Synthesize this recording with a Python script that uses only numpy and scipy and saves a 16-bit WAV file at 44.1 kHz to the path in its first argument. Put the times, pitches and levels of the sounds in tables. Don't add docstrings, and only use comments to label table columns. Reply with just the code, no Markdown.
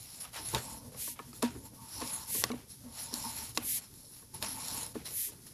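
import sys
import numpy as np
from scipy import signal
from scipy.fft import rfft, irfft
from scipy.io import wavfile
from scipy.ndimage import map_coordinates

SR = 44100
rng = np.random.default_rng(int(sys.argv[2]) if len(sys.argv) > 2 else 0)


def wav_record(signal):
    frames = np.transpose(np.atleast_2d(signal))
    bounded = np.clip(frames, -1, 1)
    quanta = np.round(bounded * 32767).astype(np.int16)
    wavfile.write(sys.argv[1], SR, quanta)


N = 243873


def amp(db):
    return 10 ** (np.asarray(db) / 20)


def rms_one(x):
    return x / np.sqrt(np.mean(x ** 2) + 1e-20)


def in_time(rows):
    time_s, *columns = np.transpose(rows)
    return [np.interp(np.arange(N) / SR, time_s, column) for column in columns]


def drift(rate_hz):
    pole = np.exp(-40 * np.pi * rate_hz / SR)
    noise = rng.standard_normal(N // 20 + 2002)
    slow = signal.lfilter([1], [1, -2 * pole, pole * pole], noise)[2000:]
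    return np.interp(np.arange(N) / 20, np.arange(len(slow)), rms_one(slow))


def grit(per_s, spread_db):
    sizes = amp(spread_db * np.minimum(rng.exponential(1, N), 4))
    signed = sizes * rng.choice([-1, 1], N)
    return signed * (rng.random(N) < per_s / SR) + 1e-18


def resonate(x, peaks, patchy_db, rate_hz=6.0, order=1):
    out = 0
    for k, (hz, width_hz, level_db) in enumerate(peaks):
        pole = np.exp(-np.pi * width_hz / SR)
        feedback = [1, -2 * pole * np.cos(2 * np.pi * hz / SR), pole * pole]
        band = x
        for _ in range(order):
            band = signal.lfilter([(1 - pole * pole) / 2, 0, (pole * pole - 1) / 2], feedback, band)
        sign = (-1) ** (k * order)
        out = out + sign * amp(level_db + patchy_db * drift(rate_hz)) * band
    return rms_one(out)


def coloured(x, spectrum):
    hz, gain_db = np.transpose(spectrum)
    grid_hz = np.maximum(np.fft.rfftfreq(N, 1 / SR), 1)
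    gain = amp(np.interp(np.log(grid_hz), np.log(hz), gain_db))
    return rms_one(irfft(rfft(x) * gain, N))


def ring(hz, t60_s, size):
    t = np.arange(size) / SR
    return np.sin(2 * np.pi * hz * t) * amp(-60 * t / t60_s)


def high_pass(x, hz):
    return signal.sosfilt(signal.butter(2, hz, "high", fs=SR, output="sos"), x + 1e-18)


def wander(x, share, rate_hz):
    position = np.cumsum(1 + share * drift(rate_hz)) % (N - 1)
    return map_coordinates(x, [position], order=3)


def add(out, x, start_s):
    i = round(start_s * SR)
    out[i:i + len(x)] += x[:N - i]


def air():
    # hz, gain_db
    hiss_spectrum = [(18, -12), (30, -7.5), (86, 0.5), (240, -4.5), (381, -21), (800, -30), (1400, -24),
                     (2800, -25.5), (5370, -16.5), (8320, -21.5), (10800, -11.5), (13900, -22.5)]
    return amp(-57.5 + 2.0 * drift(7.4)) * coloured(rng.standard_normal(N), hiss_spectrum)


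def reel(hum):
    # time_s, level_db
    rumble_levels = [(0.0, -57), (0.03, -62), (0.37, -60), (0.4, -48.5), (0.52, -53), (0.542, -36.5),
                     (0.58, -44.5), (0.63, -50), (1.26, -62.5), (1.57, -45), (1.62, -53.5), (1.91, -61),
                     (1.96, -50), (2.28, -55.5), (2.46, -43.5), (2.79, -63.5), (2.91, -47), (2.94, -56),
                     (3.36, -50), (4.31, -67), (4.36, -49.5), (4.45, -48), (5.11, -53.5), (5.25, -70.5),
                     (5.3, -54), (5.53, -62)]
    # pitch_hz, width_hz, level_db
    cage_peaks = [(62.5, 23, -1.5), (120.6, 20.2, 4), (245.3, 66, 0.5), (307, 293, -6.5), (470, 185, -6.5)]
    # pitch_hz, width_hz (of each of two passes), level_db
    hoop_peaks = [(894, 52, 0.5), (918.2, 34.5, -0.5), (1003, 95, -6), (1072, 80, -6.5)]
    hum_idle_db = -76.5
    rumble_db, = in_time(rumble_levels)
    rumble = resonate(grit(900, 2.8), cage_peaks, patchy_db=2.0)
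    hoop = resonate(grit(4000, 2.0), hoop_peaks, patchy_db=1.5, rate_hz=10.0, order=2)
    hoop = wander(hoop, share=0.0091, rate_hz=7.98)
    hum_gain = np.hypot(hum, amp(hum_idle_db))
    return amp(rumble_db + 2.0 * drift(4.5)) * rumble + hum_gain * hoop


def thumps():
    # start_s, level_db, hardness_db (upper modes), boom_db (lowest mode),
    # lean_s (time scale of the shove on the lowest mode)
    blows = [(0.538, -35, -7, -19, .02), (0.829, -51, -14, 17, 0.064), (1.074, -36.5, 2, -10, .015),
             (1.192, -34, 1.5, -9, 0.019), (1.273, -51.5, -20, 17, 0.038), (1.425, -15, -4, 6, 0.03),
             (1.56, -53, 6, 7, .015), (2.013, -23, -7.5, -4, 0.029), (2.347, -28.5, -8, -1, 0.0078),
             (2.436, -28, -8, -25, .015), (2.499, -21, -11, 3, 0.028), (2.531, -27, -13, 8.5, 0.016),
             (2.849, -52, -12, 23.5, 0.022), (3.125, -29.5, -12, 5.5, 0.017), (3.25, -36, 1.5, 9.5, 0.022),
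             (3.573, -24, -22, -2, 0.022), (4.223, -44.5, -5, -6, .02), (4.423, -32.5, -0.5, 0, 0.012),
             (4.953, -20, -20, -4.5, 0.019), (5.286, -52.5, 6.5, 5, 0.023)]
    # pitch_hz, level_db, t60_s
    frame_modes = [(239.7, -12.5, 0.12), (307.4, -15, 0.052), (456, -13, 0.029), (512, -11.5, 0.0032),
                   (610, -18, 0.016), (946, -20, 0.21), (1091, -9, 0.019), (1510, -15, 0.0063),
                   (1744, -20, 0.073)]
    out, size = np.zeros(N), 8000
    t = np.arange(size) / SR
    for start_s, thump_db, hard_db, boom_db, lean_s in blows:
        hit = 0
        for hz, mode_db, t60_s in frame_modes:
            lowest = hz < 280
            build_s = lean_s if lowest else 0.021 * (300 / hz) ** .5
            phase = t / build_s
            in_step = 1 if lowest else 0.18
            rocking = rng.standard_normal(size) + in_step * np.sin(2 * np.pi * hz * t)
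            shove = rocking * np.sqrt(phase) * np.exp(-3 * phase ** 2)
            mode = signal.fftconvolve(shove, ring(hz, t60_s, size))[:size]
            gain = amp(mode_db + hard_db * (hz > 580) + boom_db * lowest)
            hit = hit + gain * mode / np.abs(mode).max()
        add(out, amp(thump_db) * hit, start_s)
    return high_pass(out, 223)


def snaps():
    # start_s, level_db, low_reach_db (low modes), top_reach_db (top modes)
    impacts = [(0.252, -37.5, 19, -18), (0.3326, -39, -4, -10), (0.5478, -12, -14, -6),
               (0.946, -41, 19, -8), (1.1917, -32, 23, -19), (1.199, -38, 29, -15), (1.3308, -36, 12, -8),
               (1.4233, -22, 2, -16), (1.4265, -14.5, -19, 0), (1.428, -18.5, 3, 12),
               (2.4394, -5.5, -6.5, -23), (2.517, -27, 11, -14), (2.6999, -38, -11, 32),
               (3.549, -32, -27, 15), (3.5748, -7.5, -3, -28), (3.94, -35, -25, 13), (4.346, -27, -25, 28),
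               (4.4261, -14, -28, -6), (5.468, -35, 22.5, 19)]
    # pitch_hz, level_db, t60_s (before the shortening of light touches)
    bar_modes = [(1138, -3.5, 0.038), (2050, -2, 0.02), (2730, -5.5, 0.024), (3830, 2.5, 0.015),
                 (4350, -1.5, 0.013), (4920, 6, 0.0034), (5510, 0, 0.0098), (7260, 7, 0.0085),
                 (9320, 8, 0.0057), (11090, 11.5, 0.0042)]
    light_damping, light_detune = 0.12, 0.18
    out, size = np.zeros(N), 5000
    t = np.arange(size) / SR
    for start_s, snap_db, low_db, top_db in impacts:
        body = 0
        light = np.clip((-22 - snap_db) / 10, 0, 1)
        for hz, mode_db, t60_s in bar_modes:
            reach_db = np.interp(hz, [1500, 4000, 6000, 8500], [low_db, 0, 0, top_db])
            gain = amp(mode_db + reach_db + rng.normal(0, 1 + 2 * light))
            mode_hz = hz * (1 + light_detune * light * rng.uniform(-0.57, 1))
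            body = body + gain * ring(mode_hz, t60_s * (1 - light_damping * light), size)
        contacts = rng.standard_normal(size) * amp(-60 * t / .005 - 15)
        contacts[0] = 1
        hit = signal.fftconvolve(contacts, body)[:size]
        rasp = rng.standard_normal(size) * amp(-19.5 - 60 * t / 0.029) * np.minimum(t / 0.00067, 1)
        add(out, amp(snap_db) * (hit / np.abs(hit).max() + rasp), start_s)
    return high_pass(out, 400)


def swishes():
    # start_s, length_s, fastest (share of length), level_db, sheen_db (very top),
    # lag_s (delay of the lower part)
    strokes = [(0.954, 0.21, 0.44, -34.5, -3.5, 0.00033), (2.261, 0.18, 0.71, -30, -2, 0.0024),
               (3.602, 0.2, 0.71, -31, -1, 0.0074), (5.104, 0.21, 0.51, -34, 1, 0.012)]
    # hz, gain_db
    fabric_spectrum = [(900, -48), (1400, -26), (1900, -10.5), (3100, -9.5), (5200, -6.5), (7000, -4),
                       (8800, -4), (11000, 7.5), (12300, 3.5), (13800, -0.5)]
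    # pitch_hz, width_hz, level_db
    glove_rings = [(7000, 260, 0.55), (7650, 110, 2.5), (11600, 300, 1.6), (13000, 1100, 1.5)]
    rings_db = -16.5
    cruise = 0.87
    arch_power = 1.27
    t = np.arange(N) / SR
    slips = coloured(grit(14000, 0.97), fabric_spectrum)
    ringing = resonate(grit(10000, 0.9), glove_rings, patchy_db=2.0, rate_hz=16.0)
    slips = rms_one(slips + amp(rings_db) * ringing)
    hz = np.fft.rfftfreq(N, 1 / SR)
    top = irfft(rfft(slips) * np.clip((hz - 8000) / 3000, 0, 1), N)
    lower = slips - top
    out = 0
    for start_s, length_s, fastest, stroke_db, sheen_db, lag_s in strokes:
        for part, late_s, part_db in (top, 0, stroke_db + sheen_db), (lower, lag_s, stroke_db):
            turn = np.interp((t - start_s - late_s) / length_s, [0, fastest, 1], [0, .5, 1])
            speed = np.minimum(np.abs(np.sin(np.pi * turn)) / cruise, 1)
            out = out + amp(part_db) * speed ** arch_power * part
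    return amp(0.46 * drift(110.0)) * out


def pull_gain():
    # time_s, scrape_db, hoop_hum_db
    pull_curves = [
        [(0.32, -62, -67), (0.336, -47.5, -74), (0.388, -47.5, -50), (0.518, -41, -81), (0.544, -42, -37.5),
         (0.564, -46.5, -40), (0.588, -45.5, -63), (0.65, -48, -54), (0.714, -45.5, -51), (0.782, -51.5, -61),
         (0.9, -94, -65)],
        [(1.6, -69, -77), (1.66, -50, -58), (1.716, -73, -78), (1.752, -58.5, -77), (1.792, -62.5, -57.5),
         (1.946, -45, -62.5), (2.018, -45.5, -48), (2.138, -39.5, -55.5), (2.24, -48, -52), (2.254, -53, -63),
         (2.31, -42.5, -54)],
        [(2.86, -65, -63), (2.992, -40, -64), (3.106, -51, -57), (3.148, -40.5, -50.5), (3.232, -43.5, -55),
         (3.25, -42.5, -41.5), (3.342, -43.5, -57.5), (3.386, -39, -57.5), (3.498, -46, -64), (3.54, -58, -84)],
        [(4.33, -79, -74), (4.342, -46, -53), (4.402, -55.5, -69), (4.43, -41, -44.5), (4.458, -41, -50.5),
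         (4.54, -44.5, -62), (4.588, -43, -48.5), (4.704, -39, -57), (4.75, -38.5, -49.5), (4.828, -40.5, -53),
         (4.93, -57, -70)],
    ]
    t = np.arange(N) / SR
    out = 0
    for rows in pull_curves:
        during = (t > rows[0][0]) & (t < rows[-1][0])
        out = out + amp(in_time(rows)) * during
    return out


def slip_gains():
    # start_s, hold_s, bright_db, dull_db
    light_slips = [(0.0, 0.184, -50, -62.5), (0.207, 0.0043, -41.5, -54), (0.236, 0.024, -75, -52.5),
                   (0.34, 0.0088, -54, -47.5), (0.364, 0.0071, -63, -43.5), (0.552, .003, -52, -37),
                   (0.926, 0.087, -56, -61.5), (1.161, 0.076, -77, -60), (1.224, 0.12, -64, -69.5),
                   (1.34, 0.035, -49, -64), (1.434, 0.018, -47.5, -40.5), (1.504, 0.082, -57.5, -81),
                   (2.014, 0.0072, -48, -45), (2.42, 0.073, -51.5, -50), (2.543, 0.078, -61.5, -60),
                   (2.696, 0.028, -51.5, -68), (3.552, 0.02, -46, -68), (3.573, 0.055, -58, -51),
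                   (3.756, 0.086, -52.5, -60.5), (3.951, 0.23, -56, -75), (4.133, 0.084, -56.5, -67),
                   (4.433, 0.0072, -51, -41.5), (4.95, 0.058, -57, -55.5), (5.057, 0.016, -40, -49.5),
                   (5.103, 0.028, -45, -57.5), (5.32, 0.011, -55.5, -61.5), (5.467, 0.0073, -52, -64.5)]
    rise_db_per_s, fall_db_per_s = 1505, 242
    t, power = np.arange(N) / SR, 0
    for start_s, hold_s, bright_db, dull_db in light_slips:
        before_s = np.maximum(start_s - t, 0)
        after_s = np.maximum(t - start_s - hold_s, 0)
        loss_db = np.minimum(rise_db_per_s * before_s + fall_db_per_s * after_s, 200)
        power = power + amp([[bright_db], [dull_db]]) ** 2 * amp(-loss_db) ** 2
    return np.sqrt(power)


def catches():
    # time_s, jump_db
    set_catches = [(3.1408, 15), (4.623, 4), (4.684, 11), (4.832, 4)]
    catch_s, small_per_s, small_db = 0.0011, 36, 1.5
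    small = rng.random(N) < small_per_s / SR
    jumps_db = small_db * np.minimum(rng.exponential(1, N), 3) * small
    for time_s, jump_db in set_catches:
        jumps_db[round(time_s * SR)] = jump_db
    t = np.arange(-400, 401) / SR
    bump = np.exp(-.5 * (t / catch_s) ** 2)
    return amp(signal.fftconvolve(jumps_db, bump, "same"))


def pulls(pull):
    # pitch_hz, width_hz (of each of two passes), level_db
    guide_peaks = [(4410, 1220, -7), (5340, 1500, -2), (7070, 1450, -4.5), (8080, 3000, -8.5),
                   (10420, 890, -4.5), (10895, 650, 5.5), (12020, 1140, -5.5), (13430, 4800, -7.5)]
    # pitch_hz, width_hz, level_db
    pressed_peaks = [(658, 397, 4), (1610, 2790, 6.5), (2270, 1010, 9.5)]
    press_db = -11
    scrape, pressure = np.hypot(slip_gains(), pull * amp([[0], [press_db]]))
    bright = resonate(grit(5000, 1.15), guide_peaks, patchy_db=2.0, rate_hz=9.9, order=2)
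    bright = wander(bright, share=.012, rate_hz=9.0)
    dull = resonate(grit(5000, 0.76), pressed_peaks, patchy_db=0.5)
    flutter = amp(0.77 * drift(78.0))
    return flutter * (scrape * catches() * bright + pressure * dull)


def scene():
    pull, hum = pull_gain()
    return (air() + reel(hum) + thumps() + snaps() + swishes() + pulls(pull))[None]


def record(dry):
    return signal.sosfilt(signal.ellip(12, .5, 75, 13860, fs=SR, output="sos"), dry)


dry = scene()
out = record(dry)
wav_record(out)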